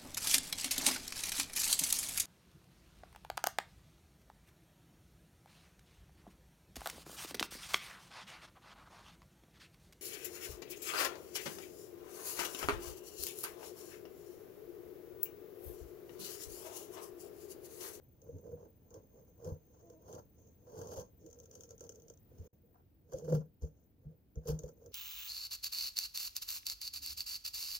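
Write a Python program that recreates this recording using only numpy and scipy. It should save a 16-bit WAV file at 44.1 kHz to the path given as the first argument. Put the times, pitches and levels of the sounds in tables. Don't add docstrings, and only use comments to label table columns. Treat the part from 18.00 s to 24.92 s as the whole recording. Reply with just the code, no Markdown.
import sys
import numpy as np
from scipy import signal
from scipy.fft import rfft, irfft
from scipy.io import wavfile
from scipy.ndimage import uniform_filter1d

SR = 44100
rng = np.random.default_rng(int(sys.argv[2]) if len(sys.argv) > 2 else 0)


def dump_mix(stems):
    frames = np.atleast_2d(stems).T
    limited = np.clip(frames, -1, 1)
    pcm = np.round(limited * 32767).astype(np.int16)
    wavfile.write(sys.argv[1], SR, pcm)


N = 305158
TIME = np.arange(N) / SR
RELEASE_S, FIRM_DB = 0.067, -59.5


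def from_db(db):
    return 10 ** (np.asarray(db) / 20)


def rms_one(x):
    return x / np.sqrt(np.mean(x ** 2) + 1e-20)


def gain_curve(points):
    return from_db(np.interp(TIME, *np.transpose(points)))


def drift(rate_hz):
    r = np.exp(-40 * np.pi * rate_hz / SR)
    slow = signal.lfilter([1], [1, -2 * r, r * r], rng.standard_normal(N // 20 + 2002))[2000:]
    return np.interp(np.arange(N) / 20, np.arange(len(slow)), rms_one(slow))


def resonate(force, modes, low_hz, high_hz, order=2):
    click, ring = signal.unit_impulse(SR // 8), 0
    for k, (hz, width, db, pan) in enumerate(modes):
        r = np.exp(-np.pi * width / SR)
        feedback = [1, -2 * r * np.cos(2 * np.pi * hz / SR), r * r]
        mode = signal.lfilter([1, 0, -1], feedback, click) * (1 - r * r) / 2
        ring = ring + (-1) ** k * from_db([[db + pan / 2], [db - pan / 2]]) * mode
    band = signal.butter(order, [low_hz, high_hz], "band", fs=SR, output="sos")
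    ring = signal.sosfilt(band, ring + 1e-18)
    ring /= np.sqrt(np.sum(ring ** 2) / 2)
    return signal.oaconvolve(np.atleast_2d(force), ring, axes=1)[:, :N]


def knife_strokes():
    # (time at full force [s], hold [s], rise [s], rind croak [dB], flesh crunch [dB], hiss [dB])
    strokes = [(0.225, 0.18, 0.027, -57.5, -77, -81), (0.452, 0.08, 0.085, -51, -71.5, -80.5),
               (0.595, 0.056, 0.072, -54, -69, -82.5), (0.94, 0.019, 0.071, -52, -65.5, -74),
               (1.026, 0.013, .04, -63.5, -78, -85.5), (1.153, 0.05, 0.096, -59.5, -74, -81),
               (1.281, 0.035, 0.089, -69, -83.5, -85), (1.458, 0.042, .08, -45, -58, -66.5),
               (1.767, .17, 0.27, -67, -78.5, -80), (2.108, 0.057, 0.11, -49, -58.5, -66.5),
               (2.393, 0.1, 0.057, -66.5, -82.5, -76), (2.766, 0.11, 0.14, -47.5, -59, -66.5),
               (2.897, 0.069, 0.069, -48, -57, -59.5), (2.974, 0.022, .04, -46.5, -56, -57),
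               (3.24, 0.027, 0.055, -56.5, -74.5, -66), (3.32, 0.2, 0.052, -63, -76, -78.5),
               (3.54, 0.096, 0.065, -59.5, -68.5, -65.5), (3.707, 0.0096, 0.063, -55.5, -69.5, -67),
               (3.812, 0.033, 0.014, -53.5, -65.5, -67), (3.877, 0.23, .02, -63, -78, -76.5),
               (4.383, 0.12, 0.096, -62, -73.5, -74.5), (4.643, 0.049, 0.04, -71, -95, -100),
               (4.765, 0.023, 0.056, -75, -67.5, -93), (5.138, 0.04, 0.057, -46, -59, -62.5),
               (5.217, 0.11, 0.035, -52, -63, -68), (5.325, 0.029, 0.094, -38, -52.5, -61.5),
               (5.62, 0.027, 0.013, -54, -66.5, -66), (5.702, 0.14, .05, -80, -86.5, -87),
               (6.052, 0.07, 0.11, -67.5, -80, -93), (6.359, .015, .01, -56.5, -76.5, -77),
               (6.483, 0.014, 0.034, -40, -45, -53.5), (6.59, 0.1, 0.023, -56, -69.5, -71.5),
               (6.816, 0.11, 0.14, -60.5, -78, -79.5)]
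    creep_db, creep_end_s, ramp_db = [[-79.5], [-88], [-98.5]], 4.25, 20.5
    force = from_db(creep_db) * np.clip((creep_end_s - TIME) / RELEASE_S, 0, 1)
    for s, hold, rise, *levels_db in strokes:
        away = np.maximum((s - TIME) / rise, (TIME - s - hold) / RELEASE_S)
        on = away < 4
        swell = from_db(-ramp_db * np.maximum(away[on], 0))
        force[:, on] = np.maximum(force[:, on], from_db(levels_db)[:, None] * swell)
    return force


def cell_bursts(per_s, spread_db, friction, stereo):
    sizes = from_db(spread_db * np.minimum(rng.exponential(1, N), 4))
    sizes *= rng.random(N) < per_s / SR
    ears = rng.choice([-1, 1], N) + stereo * rng.standard_normal((2, N))
    return rms_one(ears * (rms_one(sizes) + friction))


def cutting():
    # (pitch [Hz], width [Hz], relative level [dB], left minus right [dB])
    hollow_modes = [(75.5, 35, -3, -1.5), (96, 36.6, -0.5, -1), (160, 22, -5, -1), (196.6, 22, -8.5, -0.5),
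                    (262.7, 20, -9.5, -0.5)]
    rind_modes = [(313, 33, -11, -6), (441.3, 58.4, -0.5, -3), (500.2, 46.5, 1.5, -3.5), (554, 60, -6, -1),
                  (606, 77, -10, -3)]
    flesh_modes = [(699, 79, 2.5, 7.5), (869, 140, -1, -1), (1025, 82, 0, 4), (1370, 60, -10, -6),
                   (1596, 119, -12.5, -13)]
    top_modes = [(593, 80, 3.5, 1.5), (862, 150, -1, 2), (1042, 85, 1.5, 3.5)]
    knife_modes = [(1343, 40, 8.5, -8.5), (1630, 150, -5.5, 0), (3250, 330, -16, -4), (3650, 730, -5, 4),
                   (4635, 310, 1, -3)]
    blade_modes = [(6030, 580, -4, -6.5), (6470, 590, 2, 5.5), (6790, 380, -5, -7.5)]
    fibre_modes = [(3146, 430, -2, -11.5), (4585, 600, 4, 6.5), (5580, 665, 5.5, -5), (6985, 640, 0, 3.5),
                   (9970, 2140, -1.5, -1), (12550, 1460, 3, 3.5), (14930, 2430, 1, 5)]
    croak, crunch, hiss = knife_strokes()
    tearing = from_db(-62) * (np.sqrt(crunch * hiss) / from_db(FIRM_DB)) ** 1.36
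    clumps = drift(50)
    coarse = rms_one(from_db(1.72 * clumps)) * cell_bursts(1400, spread_db=2, friction=0.31, stereo=0.31)
    medium = rms_one(from_db(5.7 * clumps)) * cell_bursts(1500, spread_db=2.5, friction=0.4, stereo=0.69)
    fine = rms_one(from_db(3.3 * clumps)) * cell_bursts(4000, spread_db=2, friction=0.36, stereo=1)
    crack, knock = fibre_snaps(croak, hiss)
    hollow = resonate(croak * coarse * from_db(-7.5), hollow_modes, 60, 360)
    rind = resonate(croak * coarse * from_db(-0.5) + knock * from_db(13.5), rind_modes, 250, 800)
    flesh_force = crunch * medium * from_db(-1.47) + knock * from_db(-2.5)
    flesh = resonate(flesh_force, flesh_modes, 600, 1745, order=3)
    knife = resonate(crack * from_db(-4), knife_modes, 1500, 5500)
    blade = resonate(hiss * fine * from_db(-2.5) + crack * from_db(10), blade_modes, 5270, 7400)
    fibres = resonate(tearing * fine + crack * from_db(2), fibre_modes, 1200, 18000)
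    steep = np.clip((3.15 - TIME) / RELEASE_S, 0, 1)
    top_force = steep * crunch * cell_bursts(2000, spread_db=1.5, friction=0.5, stereo=0.82)
    top = resonate(top_force, top_modes, 500, 1180, order=3)
    rubbing = steep * from_db(-64.5) * (hiss / from_db(FIRM_DB)) ** 0.71 * rng.standard_normal((2, N))
    singing = resonate(rubbing, [(6390, 210, 0, 1.1)], 5800, 7100)
    return hollow + rind, top + flesh + knife + blade + fibres + singing


def room_tone(alike_below_hz=600):
    # (frequency [Hz], relative level [dB])
    air_colour = [(20, -34.5), (32, -17.5), (45, -8), (80, -1.5), (105, -3), (160, -8.5), (300, -12),
                  (480, -22), (680, -26), (1100, -37), (2000, -38.5), (4000, -43), (8000, -48.5),
                  (15000, -39.5)]
    # (time [s], level [dB])
    air_level = [(0, -64.5), (4.2, -64), (4.47, -59), (4.54, -67), (6.0, -68), (6.92, -65.5)]
    whine_level = [(0, -75), (4.47, -76.5), (4.54, -79), (6.2, -83.5), (6.92, -73)]
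    # (pitch [Hz], width [Hz], relative level [dB], left minus right [dB])
    whine_modes = [(15272, 35, 0, 9), (15150, 380, -22, 9)]
    hz = np.maximum(np.arange(N // 2 + 1) * SR / N, 1)
    air_hz, air_db = np.transpose(air_colour)
    colour = from_db(np.interp(np.log(hz), np.log(air_hz), air_db))
    alike = 0.9 / (1 + (hz / alike_below_hz) ** 2)
    mid, side = rfft(rng.standard_normal((2, N)))
    ears = np.sqrt(1 + alike) * mid + np.sqrt(1 - alike) * side * [[1], [-1]]
    air = rms_one(irfft(colour * ears, N))
    whine = resonate(rng.standard_normal(N), whine_modes, 13000, 15700)
    return gain_curve(air_level) * air + gain_curve(whine_level) * whine


def fibre_snaps(croak, hiss, crumble_s=0.0024, crumble=0.22):
    # (time [s], crack force [dB], knock force [dB])
    thick_snaps = [(0.2175, -56, -50), (0.2746, -66, -51), (0.384, -60, -48), (0.9057, -56.5, -50),
                   (0.9413, -48.5, -39), (1.4457, -48, -45), (1.8997, -52.5, -41.5), (2.1273, -46, -50),
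                   (2.15, -48, -61), (2.7908, -47.5, -49), (2.815, -44, -34.5), (2.8717, -45, -48),
                   (3.263, -51, -47.5), (3.3284, -53, -53), (3.4004, -47.5, -51), (3.5118, -47, -53),
                   (3.5523, -43.5, -46), (3.6075, -42.5, -66), (3.635, -46, -63), (3.691, -53, -63),
                   (3.707, -46, -60), (3.7795, -52.5, -53), (3.8072, -40.5, -36), (3.8392, -48.5, -61),
                   (3.8926, -40, -39), (3.9215, -51.5, -51), (3.9569, -49, -59), (4.0822, -49.5, -69),
                   (4.0996, -47.5, -38.5), (4.3124, -82, -48), (5.1337, -45.5, -56), (5.1848, -45.5, -49),
                   (5.2784, -68, -25.5), (5.3238, -45.5, -16.5), (6.356, -57.5, -45.5), (6.473, -45, -39),
                   (6.4864, -48, -42), (6.5901, -42, -41.5), (6.6348, -46.5, -37), (6.6893, -53, -40),
                   (6.8607, -51.5, -41.5)]
    thin_per_s, parted_per_s, spread_db = 8, 30, 1.5
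    sizes = from_db(spread_db * rng.standard_normal(N))
    thin = sizes * (rng.random(N) < thin_per_s / SR)
    held_flat = (TIME > 3.3) & (TIME < 4.18)
    parted = sizes * (rng.random(N) < parted_per_s / SR) * held_flat
    crack = thin * hiss * from_db(5.5) + parted * from_db(-56.5)
    knock = (thin + parted) * croak * from_db(-1.5)
    for s, crack_db, knock_db in thick_snaps:
        crack[int(s * SR)], knock[int(s * SR)] = from_db(crack_db), from_db(knock_db)
    fading = signal.lfilter([1], [1, -np.exp(-1 / (crumble_s * SR))], crack + 1e-18)
    return crack + crumble * fading * rng.standard_normal((2, N)), knock


def blade_shoves(wobble=0.5):
    # (end [s], length [s], rocking [dB], boom [dB], rind pitch [Hz], rind [dB]); relative levels
    pushes = [(0.299, 0.021, -55, -58, 481.6, -43), (0.367, 0.067, -45, -55, 269, -52.5),
              (0.545, 0.041, -51, -51.5, 482, -41.5), (1.491, 0.065, -44, -44, 496.8, -41.5),
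              (1.523, 0.0085, -36.5, -46, 465, -57), (2.992, 0.039, -45.5, -82, 533, -41),
              (3.27, 0.059, -68, -65.5, 320, -54), (4.412, 0.033, -41.5, -54, 510, -69),
              (5.149, .021, -46.5, -53.5, 525, -33.5), (5.269, 0.078, -61, -44, 490, -48),
              (5.332, 0.018, -48, -41.5, 498.1, -22), (5.365, 0.11, -53, -26, 480, -40),
              (5.647, 0.037, -32, -42, 267, -56.5), (6.075, 0.034, -49, -43, 378, -69),
              (6.382, 0.025, -34.5, -43, 480, -50), (6.464, 0.013, -55, -52, 490, -40.5),
              (6.501, 0.023, -35.5, -33, 467.2, -33), (6.545, 0.047, -38, -37, 490, -54),
              (6.648, 0.022, -43, -47, 506, -42)]
    # (time [s], pitch [Hz])
    rocking_pitch = [(0, 91.2), (4.4, 89), (5.35, 74.6), (6.6, 66.1)]
    sound, t = np.zeros((2, N + SR)), TIME[:SR // 2]
    uneven = wobble * drift(25)[:len(t)]
    for end, length, rock_db, boom_db, rind_hz, rind_db in pushes:
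        start = int((end - length) * SR)
        rock_hz = np.interp(end, *np.transpose(rocking_pitch))
        push = np.sin(np.pi * np.minimum(t / length, 1) ** 2)
        tones = [(rock_hz, rock_db, 0.1, 0.0014), (154, boom_db, 0.21, 0), (rind_hz, rind_db, 0.062, 0)]
        for hz, db, ring_s, lag_s in tones:
            swell = signal.lfilter([1], [1, -from_db(-60 / (ring_s * SR))], push)
            clock = t + start / SR - [[0], [lag_s]]
            swing = np.sqrt(2) * np.sin(2 * np.pi * hz * clock + uneven)
            sound[:, start:start + len(t)] += from_db(db) * swell / swell.max() * swing
    return sound[:, :N]


def rind_squeak(jitter=0.0287):
    # (time [s], pitch [Hz], level [dB])
    glide = [(1.76, 343, -93), (1.82, 340, -74.5), (1.88, 337.8, -62), (1.915, 326.4, -68),
             (1.96, 323, -62), (2.021, 318, -76)]
    harmonics = [-0.5, -1, -18]
    s, hz, db = np.transpose(glide)
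    pitch = np.interp(TIME, s, hz) * (1 + jitter * drift(42))
    phase = 2 * np.pi * np.cumsum(pitch) / SR
    tone = sum(from_db(level) * np.sin(k * phase) for k, level in enumerate(harmonics, 1))
    return tone * np.interp(TIME, s, from_db(db), left=0, right=0)


def from_left(x, lag_s):
    return np.array([x[0], np.interp(TIME - np.round(lag_s * SR) / SR, TIME, x[1])])


def echoes(x, ring_s, delay_s):
    t = TIME[:SR // 2]
    tail = rng.standard_normal((2, len(t))) * from_db(-60 * t / ring_s) * (t > delay_s)
    return signal.oaconvolve(x, tail / np.sqrt(np.sum(tail ** 2) / 2), axes=1)[:, :N]


def scene():
    low, high = cutting()
    low = low + from_db(-2) * blade_shoves() + rind_squeak()
    direct = from_left(low, lag_s=0.00019) + from_db(-1) * from_left(high, lag_s=0.00042)
    near = echoes(from_db(-9) * high + from_db(-29.5) * low, ring_s=0.088, delay_s=0.0022)
    far = echoes(from_db(-27) * high + from_db(-18) * low, ring_s=0.3, delay_s=0.0069)
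    return direct + near + far + room_tone()


def record(dry):
    start_s, end_s, dip_db, cutoff_hz = 4.479, 4.529, -32, 15800
    gap = uniform_filter1d(1.0 * ((TIME > start_s) & (TIME < end_s)), size=300)
    low_pass = signal.ellip(10, 0.2, 70, cutoff_hz, fs=SR, output="sos")
    return signal.sosfilt(low_pass, dry * from_db(dip_db * gap))


dry = scene()
out = record(dry)
dump_mix(out)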